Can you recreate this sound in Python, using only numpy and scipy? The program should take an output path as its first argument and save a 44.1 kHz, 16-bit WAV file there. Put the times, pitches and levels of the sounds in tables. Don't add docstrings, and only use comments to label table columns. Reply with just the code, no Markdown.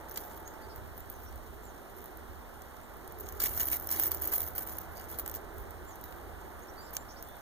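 import sys
import numpy as np
from scipy import signal
from scipy.fft import rfft, irfft, next_fast_len
from scipy.io import wavfile

SR = 44100
rng = np.random.default_rng(int(sys.argv[2]) if len(sys.argv) > 2 else 0)


def wrap_up_sound(samples):
    columns = np.atleast_2d(samples).T
    tamed = np.clip(columns, -1, 1)
    steps = np.round(tamed * 32767).astype(np.int16)
    wavfile.write(sys.argv[1], SR, steps)


N = 326781
TIME = np.arange(N) / SR
SIZE = next_fast_len(N + SR // 2, True)
HZ = np.maximum(np.arange(SIZE // 2 + 1) * SR / SIZE, 1)
LEFT_DB, LEFT_LOW_DB = -2, -3.5


# [t/s, relative crack level/dB, relative branch level/dB]
SNAPS = [(0.159, -42, -33), (0.164, -38, -44), (0.1725, -28, -32.5), (0.1755, -36, -28.5),
         (0.182, -43, -46), (0.236, -48, -43), (0.2573, -48, -53), (0.3124, -48.5, -44), (0.3444, -49, -47),
         (0.3745, -42.5, -54), (2.0408, -42, -68), (3.1861, -40, -52.5), (3.2072, -34, -59),
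         (3.2668, -47, -41), (3.3636, -47.5, -58), (3.405, -34, -33), (3.4113, -34, -40),
         (3.4185, -28, -37), (3.4317, -36, -46), (3.4378, -19.5, -26.5), (3.4446, -33, -32),
         (3.4578, -23, -25), (3.4676, -31, -34), (3.4821, -32, -39), (3.4923, -28, -39), (3.5077, -33, -42),
         (3.537, -43, -45), (3.547, -38, -50), (3.555, -33, -48), (3.5754, -28.5, -47), (3.5974, -35, -30),
         (3.604, -38, -27), (3.611, -31, -40), (3.6304, -28, -48), (3.6551, -28, -45), (3.6695, -25, -40),
         (3.6819, -34, -36), (3.7151, -23, -40), (3.7215, -28, -38), (3.73, -30, -28.5),
         (3.7674, -26.5, -34.5), (3.787, -40, -55), (3.8281, -46, -48), (3.8402, -46, -56),
         (3.8577, -43, -54), (3.8713, -25, -51), (3.8892, -31, -34.5), (3.9044, -28.5, -37),
         (3.9149, -26, -34), (3.9225, -20, -39), (3.935, -31, -43), (3.9675, -41, -49), (3.9902, -34, -35),
         (3.997, -17.5, -30), (4.035, -22, -31), (4.0551, -32, -54), (4.0666, -26, -46), (4.0732, -31, -47),
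         (4.0925, -42, -47), (4.116, -19.5, -34.5), (4.1462, -22.5, -38), (4.22, -22, -44),
         (4.256, -31, -42), (4.2735, -23, -45), (4.2852, -37, -44), (4.2984, -39, -54), (4.3255, -25, -33),
         (4.337, -18, -31), (4.361, -27, -41.5), (4.3803, -25, -49), (4.404, -27, -33),
         (4.4171, -27, -37.5), (4.4297, -38, -40), (4.4653, -32, -49), (4.4752, -33, -41),
         (4.483, -32, -54), (4.5068, -44, -52), (4.535, -42, -57), (4.558, -37, -42), (4.5798, -23.5, -32),
         (4.587, -33, -42), (4.6218, -32, -47), (4.6517, -42, -57), (4.673, -29, -44), (4.6868, -36, -46),
         (4.6942, -30, -40), (4.7245, -41, -50), (4.7342, -37, -53), (4.7691, -38, -52),
         (4.7845, -27.5, -44.5), (5.1002, -38, -42), (5.1109, -40, -56), (5.1255, -37, -43),
         (5.1425, -45, -42), (5.1756, -44, -55), (5.1875, -25, -37), (5.197, -29, -50), (5.2874, -38, -57),
         (5.3135, -32, -46), (5.3326, -45, -53), (5.3403, -37, -37), (5.3488, -30, -44)]
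# [t/s, relative crack level/dB, relative branch level/dB, ring f/Hz]
CLICKS = [(0.0961, -37, -57, 6120), (0.1122, -37, -48, 6060), (0.117, -41, -55, 8400),
          (0.1246, -46, -58, 6600), (0.4776, -46, -47, 6900), (0.7605, -41.5, -64, 7920),
          (0.9783, -41, -57, 9300), (1.0045, -42, -59, 7410), (1.0998, -31.5, -63, 9470),
          (1.1168, -42, -65, 9000), (1.3584, -46, -58, 8800), (1.8176, -50, -68, 7050),
          (2.0581, -43, -62, 5080), (2.1721, -41, -69, 9130), (2.62, -45, -49, 7300),
          (2.9688, -44.5, -70, 9470), (3.077, -39, -50, 9900), (3.1228, -40.5, -60, 9500),
          (3.2884, -35, -44, 7200), (3.324, -37, -52, 6900), (4.9547, -43, -65, 8000),
          (4.9712, -40, -51, 7560), (5.262, -33, -38.5, 7960), (5.2778, -26.5, -44, 8100),
          (5.297, -35, -41, 7700), (5.5825, -42, -57, 8300), (5.7078, -42, -56, 9500),
          (5.9565, -41, -58, 6460), (6.0125, -43, -58, 7800), (6.0398, -36, -50, 5000),
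          (6.125, -53, -48, 2600), (6.5946, -49.5, -62, 9000), (6.908, -47, -61, 8500),
          (6.938, -37, -53, 9130), (6.9531, -34, -51, 6550), (6.9676, -26.5, -27, 6340),
          (7.226, -32.5, -48, 6450), (7.2873, -42, -65, 6260), (7.3673, -48, -64, 9000)]
# [f/Hz, relative level/dB]
FIBRE_COLOUR = [(1200, -10.5), (2200, -23), (4000, -21.5), (6300, -16.5), (8000, -11.5), (10000, -5.5),
                (12000, 1), (13300, 3.5), (14700, 9), (15400, 9.5), (15800, -39), (16200, -80)]
# [f/Hz, width/Hz, relative level/dB]
BRANCH_MODES = [(1610, 760, 8), (2268, 120, 12.5), (2870, 170, 10.5), (4100, 8700, 2.5), (6680, 2500, 10),
                (9300, 490, 11.5), (3210, 54, 6), (3350, 63, 5), (3835, 43, 8), (4000, 20, 5),
                (4240, 74, 9), (4530, 52, 9), (5760, 95, 5.5), (7210, 99, 15)]
TEAR_DB, SNAP_DB, CLICK_DB = 1.2, -0.5, 13.5
SNAP_PUSH_DB, CLICK_PUSH_DB = -8, 8
SLIVER_DB, SPLIT_DB = -16.5, -23
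SCATTER_CRACK_DB = -5.5
WOOD_CUT_HZ = 9200


def beaver(scatter_db):
    force, shake = jaw()
    tear = tearing(force)
    bundles = np.vstack([SNAPS, thin_snaps(force)])
    snap, snap_push = snaps(bundles)
    contacts = np.vstack([CLICKS, ticks()])
    click, click_push, rings = clicks(contacts, splinter_s=.0011, splinter_db=-10, ring_s=0.0005, ring_db=11)

    cracks = from_db(TEAR_DB) * force * tear + from_db(SNAP_DB) * snap
    pushes = shake * tear + from_db(SNAP_PUSH_DB) * snap_push
    click = from_db(CLICK_DB) * click
    click_push = from_db(CLICK_PUSH_DB) * click_push

    s, crack_db, branch_db = bundles.T
    slivers = splinters(s, branch_db + SLIVER_DB, low_hz=1900, high_hz=7000, t60=.03, count=5)
    slivers += splinters(s, crack_db + SPLIT_DB, low_hz=11300, high_hz=13600, t60=.035)

    fibre = causal(FIBRE_COLOUR)
    softness = 1 + 1j * HZ / WOOD_CUT_HZ - (HZ / WOOD_CUT_HZ) ** 2
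    branch = resonances(BRANCH_MODES) / softness
    bark = tinted(through(cracks, fibre), step_hz=1500, spread_db=2.8, change_hz=50)
    wood = tinted(through(pushes, branch), step_hz=300, spread_db=4.5, change_hz=14)
    knocks = through(click, fibre) + through(click_push, branch) + rings
    direct = pair(bark + wood + slivers + knocks, LEFT_DB)

    sides = []
    for _ in "LR":
        crack_tail = from_db(SCATTER_CRACK_DB) * through(scattered(cracks + click), fibre)
        branch_tail = through(scattered(pushes + click_push), branch)
        sides.append(crack_tail + branch_tail)
    return direct + from_db(scatter_db) * np.array(sides)


# [full grip t/s, length/s, force level/dB, force lost by the end/dB, branch re force/dB]
BITES = [(0.087, 0.035, -54, 2, -8), (0.144, 0.26, -48, 8.5, -10.5), (0.934, 0.064, -59, -4, -17),
         (1.123, 0.13, -57.5, -2, -11), (1.965, 0.12, -52.5, 8, -10.5), (3.197, 0.014, -44, -1, -18),
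         (3.224, 0.21, -54, 0.5, -8.5), (3.4, 0.066, -35, -5, -9), (3.47, 0.17, -40.5, -4, -12.5),
         (3.592, 0.023, -28.5, -1.5, -14), (3.662, 0.068, -38, 3.5, -13), (3.723, 0.041, -29, 7.5, -13.5),
         (3.778, 0.15, -45, 0, -15.5), (3.914, 0.024, -30.5, 1, -12.5), (3.94, 0.14, -36, -3, -13),
         (4.11, 0.091, -36.5, 14, -10), (4.216, 0.095, -34.5, 6.5, -13.5),
         (4.321, 0.11, -28.5, 12.5, -17.5), (4.425, 0.092, -38, 9.5, -17), (4.553, 0.079, -36.5, 5.5, -15),
         (4.665, 0.19, -45.5, 7, -9), (4.91, 0.025, -55.5, 0, -11), (4.962, 0.096, -50.5, 6, -7),
         (5.084, 0.092, -46, 7, -10), (5.186, 0.012, -36, 0, -15), (5.247, 0.073, -55, 0, -18),
         (5.34, 0.036, -42, 8.5, -8), (5.528, 0.096, -58.5, -4, -15), (6.04, 0.15, -54, 9, -9),
         (6.76, 0.06, -62, 0, -14), (6.934, 0.032, -44.5, 1, -12), (7.22, 0.18, -60.5, 2, -4.5)]
BITE_ATTACK_S, BITE_RELEASE_S = 0.0046, 0.011
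CHEW_DB, CHEW_SHAKE_DB = -66.5, -5


def jaw():
    force = np.full(N, from_db(CHEW_DB))
    shake = force * from_db(CHEW_SHAKE_DB)
    for s, length, db, lost_db, shake_db in BITES:
        t = TIME - s
        catch = np.clip(1 + t / BITE_ATTACK_S, 0, 1)
        release = np.exp(-np.clip((t - length) / BITE_RELEASE_S, 0, 20))
        stroke = catch * release * from_db(db - lost_db * np.clip(t / length, 0, 1))
        force = np.maximum(force, stroke)
        shake = np.maximum(shake, stroke * from_db(shake_db))
    return force, shake


MAX_FIBRES_PER_S, CLUMP_DB, CLUMP_HZ = 4200, 3.4, 320
DENSITY_POWER = .7


def tearing(force):
    clumps = rms_one(from_db(CLUMP_DB * drift(CLUMP_HZ)))
    per_s = MAX_FIBRES_PER_S * (force / force.max()) ** DENSITY_POWER
    return clumps * fractures(per_s, spread_db=2.2)


def fractures(per_s, spread_db):
    sizes = from_db(spread_db * np.minimum(rng.exponential(1, N), 4))
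    breaks = rng.random(N) < per_s / SR
    return rms_one(breaks * sizes * rng.choice([-1, 1], N) / np.sqrt(per_s))


SNAP_DECAY_S, RAGGED_DB = .0028, 6


def snaps(rows):
    crack, push, t = np.zeros(N), np.zeros(N), TIME[:SR // 50]
    shape = np.exp(-(t / SNAP_DECAY_S) ** 2)
    for s, crack_db, branch_db in rows:
        breaks = rng.choice([-1, 1], len(t)) * from_db(RAGGED_DB * rng.uniform(-1.2, 1, len(t)))
        burst = rms_one(shape * breaks) * np.sqrt(np.mean(shape ** 2))
        add(crack, s, from_db(crack_db) * burst)
        add(push, s, from_db(branch_db) * burst)
    return crack, push


THIN_PER_S, THIN_DB, THIN_SPREAD_DB, THIN_SHAKE_DB = 40, -2, 0.5, -8


def thin_snaps(force):
    s = by_chance(THIN_PER_S)
    pull_db = 20 * np.log10(np.interp(s, TIME, force))
    db = pull_db + THIN_DB + THIN_SPREAD_DB * rng.uniform(-0.89, 1, 1000)[:len(s)]
    return np.column_stack([s, db, db + THIN_SHAKE_DB])


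# [multiple of its pitch, relative level/dB]
CLICK_MODES = [(.46, -13), (1, 0), (1.42, -7)]


def clicks(rows, splinter_s, splinter_db, ring_s, ring_db):
    crack, push, rings, t = np.zeros(N), np.zeros(N), np.zeros(N), TIME[:SR // 60]
    for s, crack_db, branch_db, hz in rows:
        trail = rng.standard_normal(len(t)) * np.exp(-t / splinter_s)
        blow = (t == 0) + from_db(splinter_db) * trail
        add(crack, s, from_db(crack_db) * blow)
        add(push, s, from_db(branch_db) * blow)
        tone = sum(from_db(db) * np.sin(2 * np.pi * multiple * hz * t) for multiple, db in CLICK_MODES)
        add(rings, s, from_db(branch_db + ring_db) * tone * np.exp(-t / ring_s))
    return crack, push, rings


TICKS_PER_S, TICK_DB, TICK_SPREAD_DB, TICK_SHAKE_DB, TICK_HZ = 6, -57, 3.5, -8, 8500


def ticks():
    s = by_chance(TICKS_PER_S)
    size, pitch = rng.standard_normal((1000, 2))[:len(s)].T
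    db = TICK_DB + TICK_SPREAD_DB * size
    return np.column_stack([s, db, db + TICK_SHAKE_DB, TICK_HZ * (1 + pitch / 10)])


def splinters(s, db, low_hz, high_hz, t60, count=3):
    out, t = np.zeros(N), TIME[:SR // 15]
    pitches = low_hz * (high_hz / low_hz) ** rng.random((1000, count))
    for start, level_db, hz in zip(s, db, pitches):
        tones = np.sin(2 * np.pi * np.outer(hz, t)).sum(axis=0)
        add(out, start, from_db(level_db - 60 * t / t60) * tones)
    return out


def tinted(x, step_hz, spread_db, change_hz, count=8):
    centres = np.arange(0, SR / 2, step_hz)
    spectrum, out = rfft(x, SIZE), 0
    dealt = rng.permutation(len(centres)) % count
    for k in range(count):
        patches = np.interp(HZ, centres, dealt == k)
        gain = rms_one(from_db(spread_db * drift(change_hz)))
        out = out + irfft(spectrum * patches, SIZE)[:N] * gain
    return out


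SCATTER_T60_S = .012


def scattered(breaks):
    keep = from_db(-120 / (SCATTER_T60_S * SR))
    power = signal.lfilter([1 - keep], [1, -keep], breaks ** 2 + 1e-18)
    return np.sqrt(power) * rng.standard_normal(N)


def echoes(x, t60):
    t = TIME[:SR // 2]
    tail = rng.standard_normal((2, len(t))) * from_db(-60 * t / t60)
    return signal.fftconvolve(x[None], tail / np.sqrt(np.sum(tail ** 2) / 2), axes=1)[:, :N]


# [t/s, length/s, first f/Hz, middle f/Hz, last f/Hz, relative level/dB, hoarseness/share of f]
CHIRPS = [(0.452, 0.044, 6270, 6600, 6520, -48, 0.0048), (0.53, .035, 5450, 5650, 5600, -60, .02),
          (0.616, 0.049, 4660, 4630, 4600, -52, 0.012), (0.689, 0.057, 5300, 5000, 4400, -55, .07),
          (1.0, .05, 7000, 7500, 7300, -61, .03), (1.132, 0.041, 6300, 6300, 5370, -56, .02),
          (1.25, .05, 5560, 5630, 5500, -58, .035), (1.622, 0.089, 7060, 7180, 5640, -54, 0.013),
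          (2.54, .04, 8900, 9160, 9300, -60, .008), (2.818, 0.055, 7100, 7460, 7700, -65, .015),
          (3.228, 0.056, 6440, 6560, 6570, -57, 0.01), (4.952, 0.06, 4630, 4720, 4760, -53, 0.025),
          (5.86, 0.086, 7050, 7000, 5300, -53, 0.01), (6.016, 0.076, 3850, 3920, 3820, -60.5, 0.015),
          (6.257, 0.053, 8500, 8800, 8900, -67, .012), (6.618, 0.028, 6400, 6650, 6500, -52, .006),
          (6.679, 0.029, 5060, 5700, 6000, -52.5, 0.025), (6.765, 0.057, 4540, 4650, 4820, -50, .012),
          (6.807, 0.065, 7150, 7270, 7330, -55, .005), (6.827, 0.086, 5000, 5170, 4900, -54.5, 0.076),
          (6.94, 0.089, 6500, 7130, 7080, -51, 0.0038), (7.085, 0.047, 4840, 5720, 6350, -50.5, 0.08),
          (7.158, 0.052, 4650, 5500, 6330, -52, 0.1), (7.255, 0.12, 3510, 3510, 3480, -59, 0.027)]


def birds(flutter_db):
    out, quiver = np.zeros(N), drift(390)
    for s, length, first, middle, last, db, hoarse in CHIRPS:
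        u = np.linspace(0, 1, int(length * SR))
        arch = np.polyval(np.polyfit([0, .5, 1], [first, middle, last], 2), u)
        hz = arch * (1 + hoarse * np.interp(s + u * length, TIME, quiver))
        swell = np.sqrt(abs(np.sin(np.pi * u)))
        add(out, s, from_db(db) * swell * np.sin(2 * np.pi * np.cumsum(hz) / SR))
    return out * from_db(flutter_db * drift(41))


# [t/s, firing tone level/dB, third order level/dB, fourth order level/dB], before flutter
ENGINE_LEVELS = [(0.0, -71, -70, -59), (1.0, -56.5, -66, -74), (1.5, -63, -64, -62.5),
                 (1.9, -70, -65.5, -70), (2.3, -51.5, -65.5, -64), (2.9, -69, -65, -76),
                 (3.3, -46, -63.5, -68), (3.7, -51, -60, -60), (4.15, -49.5, -77, -58),
                 (4.9, -52.5, -69, -59), (5.6, -52.5, -62, -68), (6.05, -61, -75, -64),
                 (6.25, -51, -73, -62), (7.41, -74, -69, -79)]
ENGINE_MEAN_HZ, ENGINE_ORDERS = 81, (1, 3, 4)


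def engine(waver, flutter_db):
    turn = 2 * np.pi * np.cumsum(ENGINE_MEAN_HZ * (1 + waver * drift(1.12))) / SR
    out = np.zeros(N)
    for order, db in zip(ENGINE_ORDERS, in_time(ENGINE_LEVELS)):
        out += from_db(db + flutter_db * drift(14)) * np.sin(order * turn)
    return np.sqrt(2) * out


# [t/s, level/dB]
WHINE_LEVEL = [(0, -54.5), (.4, -57.5), (.76, -54.5), (.92, -67), (1.6, -91)]
# [f/Hz, width/Hz, relative level/dB]
WHINE_BAND = [(868, 70, 0)]
# [t/s, relative level/dB]
DRONE_LEVEL = [(0.0, -54.5), (0.8, -59), (1.7, -58), (2.0, -53.5), (2.6, -66), (2.9, -63), (3.15, -51.5),
               (3.5, -56), (3.83, -66), (3.97, -52), (4.3, -53.5), (4.75, -65), (5.3, -53.5), (5.85, -56),
               (5.97, -74), (6.25, -53), (7.41, -73)]
# [f/Hz, width/Hz, relative level/dB]
DRONE_BAND = [(381.3, 113, 0)]
DRONE_DB = 1


def machines():
    whine = narrow_noise(WHINE_LEVEL, WHINE_BAND)
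    drone = from_db(DRONE_DB) * narrow_noise(DRONE_LEVEL, DRONE_BAND)
    return whine + drone + engine(waver=0.00686, flutter_db=3.0)


def narrow_noise(level, band):
    return from_db(in_time(level)[0]) * through(rng.standard_normal(N), resonances(band) ** 2)


# [f/Hz, relative level/dB per Hz]
DISTANCE_COLOUR = [(90, -1), (170, -2), (260, -4.5), (370, -2.5), (520, -2), (800, 0.5), (1050, -3.5),
                   (1500, -6.5), (2000, -11.5), (2700, -26), (4500, -31), (9000, -48)]
RUMBLE_COLOUR = [(12, -36), (28, 3), (45, 11), (65, 12.5), (95, 4), (130, -6), (250, -35.5)]
HISS_COLOUR = [(1500, -2), (3000, 6.5), (5000, 0), (8000, 1.5), (11000, 2.5), (13000, 5.5), (14200, 10),
               (15300, -10), (16000, -49)]
# [t/s, relative level/dB]
FAR_NOISE_LEVEL = [(0.0, -50.5), (0.6, -51.5), (1.03, -53.5), (1.59, -53.5), (3.14, -52.5), (3.44, -50.5),
                   (4.58, -49.5), (5.84, -51.5), (6.83, -51), (7.41, -52.5)]
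RUMBLE_LEVEL = [(0.05, -59.5), (0.6, -58.5), (0.8, -54), (0.95, -58), (1.27, -52), (1.9, -63), (2.28, -57),
                (2.8, -62.5), (3.3, -54.5), (3.7, -56), (3.97, -67), (4.11, -54.5), (5.12, -60.5),
                (5.24, -53.5), (5.36, -63), (5.46, -55), (5.65, -53), (6.03, -57.5), (6.25, -55.5),
                (6.6, -58.5), (7.35, -58)]
# [t/s, level/dB]
SWELL_LEVEL = [(0.0, -87), (.62, -67), (.8, -47), (.95, -52), (1.3, -67), (1.7, -58), (2.3, -88)]
# [f/Hz, width/Hz, relative level/dB]
SWELL_BAND = [(104, 63, 0)]
FAR_NOISE_DB, RUMBLE_DB, HISS_DB = 4.5, 5, -60.5
RUMBLE_SWELL_DB, RUMBLE_SWELL_HZ = 1.0, 19


def open_air():
    far = from_db(in_time(FAR_NOISE_LEVEL)[0] + FAR_NOISE_DB) * diffuse(DISTANCE_COLOUR, LEFT_LOW_DB)
    rumble_db = in_time(RUMBLE_LEVEL)[0] + RUMBLE_DB + RUMBLE_SWELL_DB * drift(RUMBLE_SWELL_HZ)
    swell = pair(narrow_noise(SWELL_LEVEL, SWELL_BAND), LEFT_LOW_DB)
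    rumble = from_db(rumble_db) * diffuse(RUMBLE_COLOUR, left_db=-2.5)
    hiss = from_db(HISS_DB) * diffuse(HISS_COLOUR, left_db=0.55)
    return far + swell + rumble + hiss


# [f/Hz, shared power/0..1]
LIKENESS = [(40, 0.43), (85, 0.91), (170, 0.46), (260, 0.25), (350, 0.54), (600, 0.54), (950, 0.084),
            (1300, 0.8), (2000, 1), (8000, 0.7), (14000, 0.22)]


def diffuse(spectrum, left_db):
    colour = from_db(at_hz(spectrum))
    alike = np.clip(at_hz(LIKENESS), 0, 1)
    shared, *own = rfft(rng.standard_normal((3, SIZE))) * colour / np.sqrt(np.mean(colour ** 2))
    common = pair(irfft(shared * np.sqrt(alike), SIZE)[:N], 0)
    separate = irfft(np.array(own) * np.sqrt(1 - alike), SIZE)[:, :N]
    return (common + separate) * from_db([[left_db], [0]])


# [f/Hz, lag/rad]
BASS_PHASE = [(40, 0.5), (150, 2.5), (260, 0.78), (360, -1.03), (1275, -0.0033)]
LEFT_LAG_S, IN_STEP_HZ = 1 / 2550, 1275


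def pair(x, left_db):
    phase = at_hz(BASS_PHASE) + 2 * np.pi * LEFT_LAG_S * np.maximum(HZ - IN_STEP_HZ, 0)
    left = irfft(rfft(x, SIZE) * np.exp(-1j * phase), SIZE)[:N]
    return np.array([from_db(left_db) * left, x])


def from_db(db):
    return 10 ** (np.asarray(db) / 20)


def rms_one(x):
    return x / np.sqrt(np.mean(x ** 2) + 1e-20)


def in_time(rows):
    s, *columns = np.transpose(rows)
    return [np.interp(TIME, s, c) for c in columns]


def at_hz(points):
    hz, value = np.transpose(points)
    return np.interp(np.log(HZ), np.log(hz), value)


def drift(corner_hz):
    return rms_one(irfft(rfft(rng.standard_normal(SIZE)) / (1 + (HZ / corner_hz) ** 2), SIZE)[:N])


def by_chance(per_s):
    return rng.uniform(0, N / SR, 1000)[:int(per_s * N / SR)]


def add(track, s, sound):
    i = int(np.clip(s * SR, 0, N - 1))
    track[i:i + len(sound)] += sound[:N - i]


def through(x, response):
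    return irfft(rfft(x, SIZE) * response / np.sqrt(np.mean(abs(response) ** 2)), SIZE)[:N]


def causal(spectrum):
    cepstrum = irfft(np.log(from_db(at_hz(spectrum))), SIZE)
    return np.exp(rfft(2 * cepstrum[:SIZE // 2], SIZE))


def resonances(modes):
    total = 0
    for k, (hz, width, db) in enumerate(modes):
        total = total + (-1) ** k * from_db(db) / (1 + 1j * (HZ ** 2 - hz ** 2) / (HZ * width))
    return total


BIRDS_DB, CHIRP_FLUTTER_DB = -3.3, 2.2
ECHO_DB, SONG_ECHO_DB = -21, -7.5


def scene():
    gnawing = beaver(scatter_db=-5.0)
    near = gnawing + from_db(ECHO_DB) * echoes(gnawing[1], t60=0.062)
    chirps = from_db(BIRDS_DB) * birds(CHIRP_FLUTTER_DB)
    song = pair(chirps, LEFT_LOW_DB) + from_db(SONG_ECHO_DB) * echoes(chirps, t60=.2)
    surroundings = pair(machines(), LEFT_LOW_DB) + open_air()
    return near + song + surroundings


CUTOFF_HZ = 16300


def record(dry):
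    return signal.sosfilt(signal.ellip(10, .1, 80, CUTOFF_HZ, fs=SR, output="sos"), dry)


dry = scene()
out = record(dry)
wrap_up_sound(out)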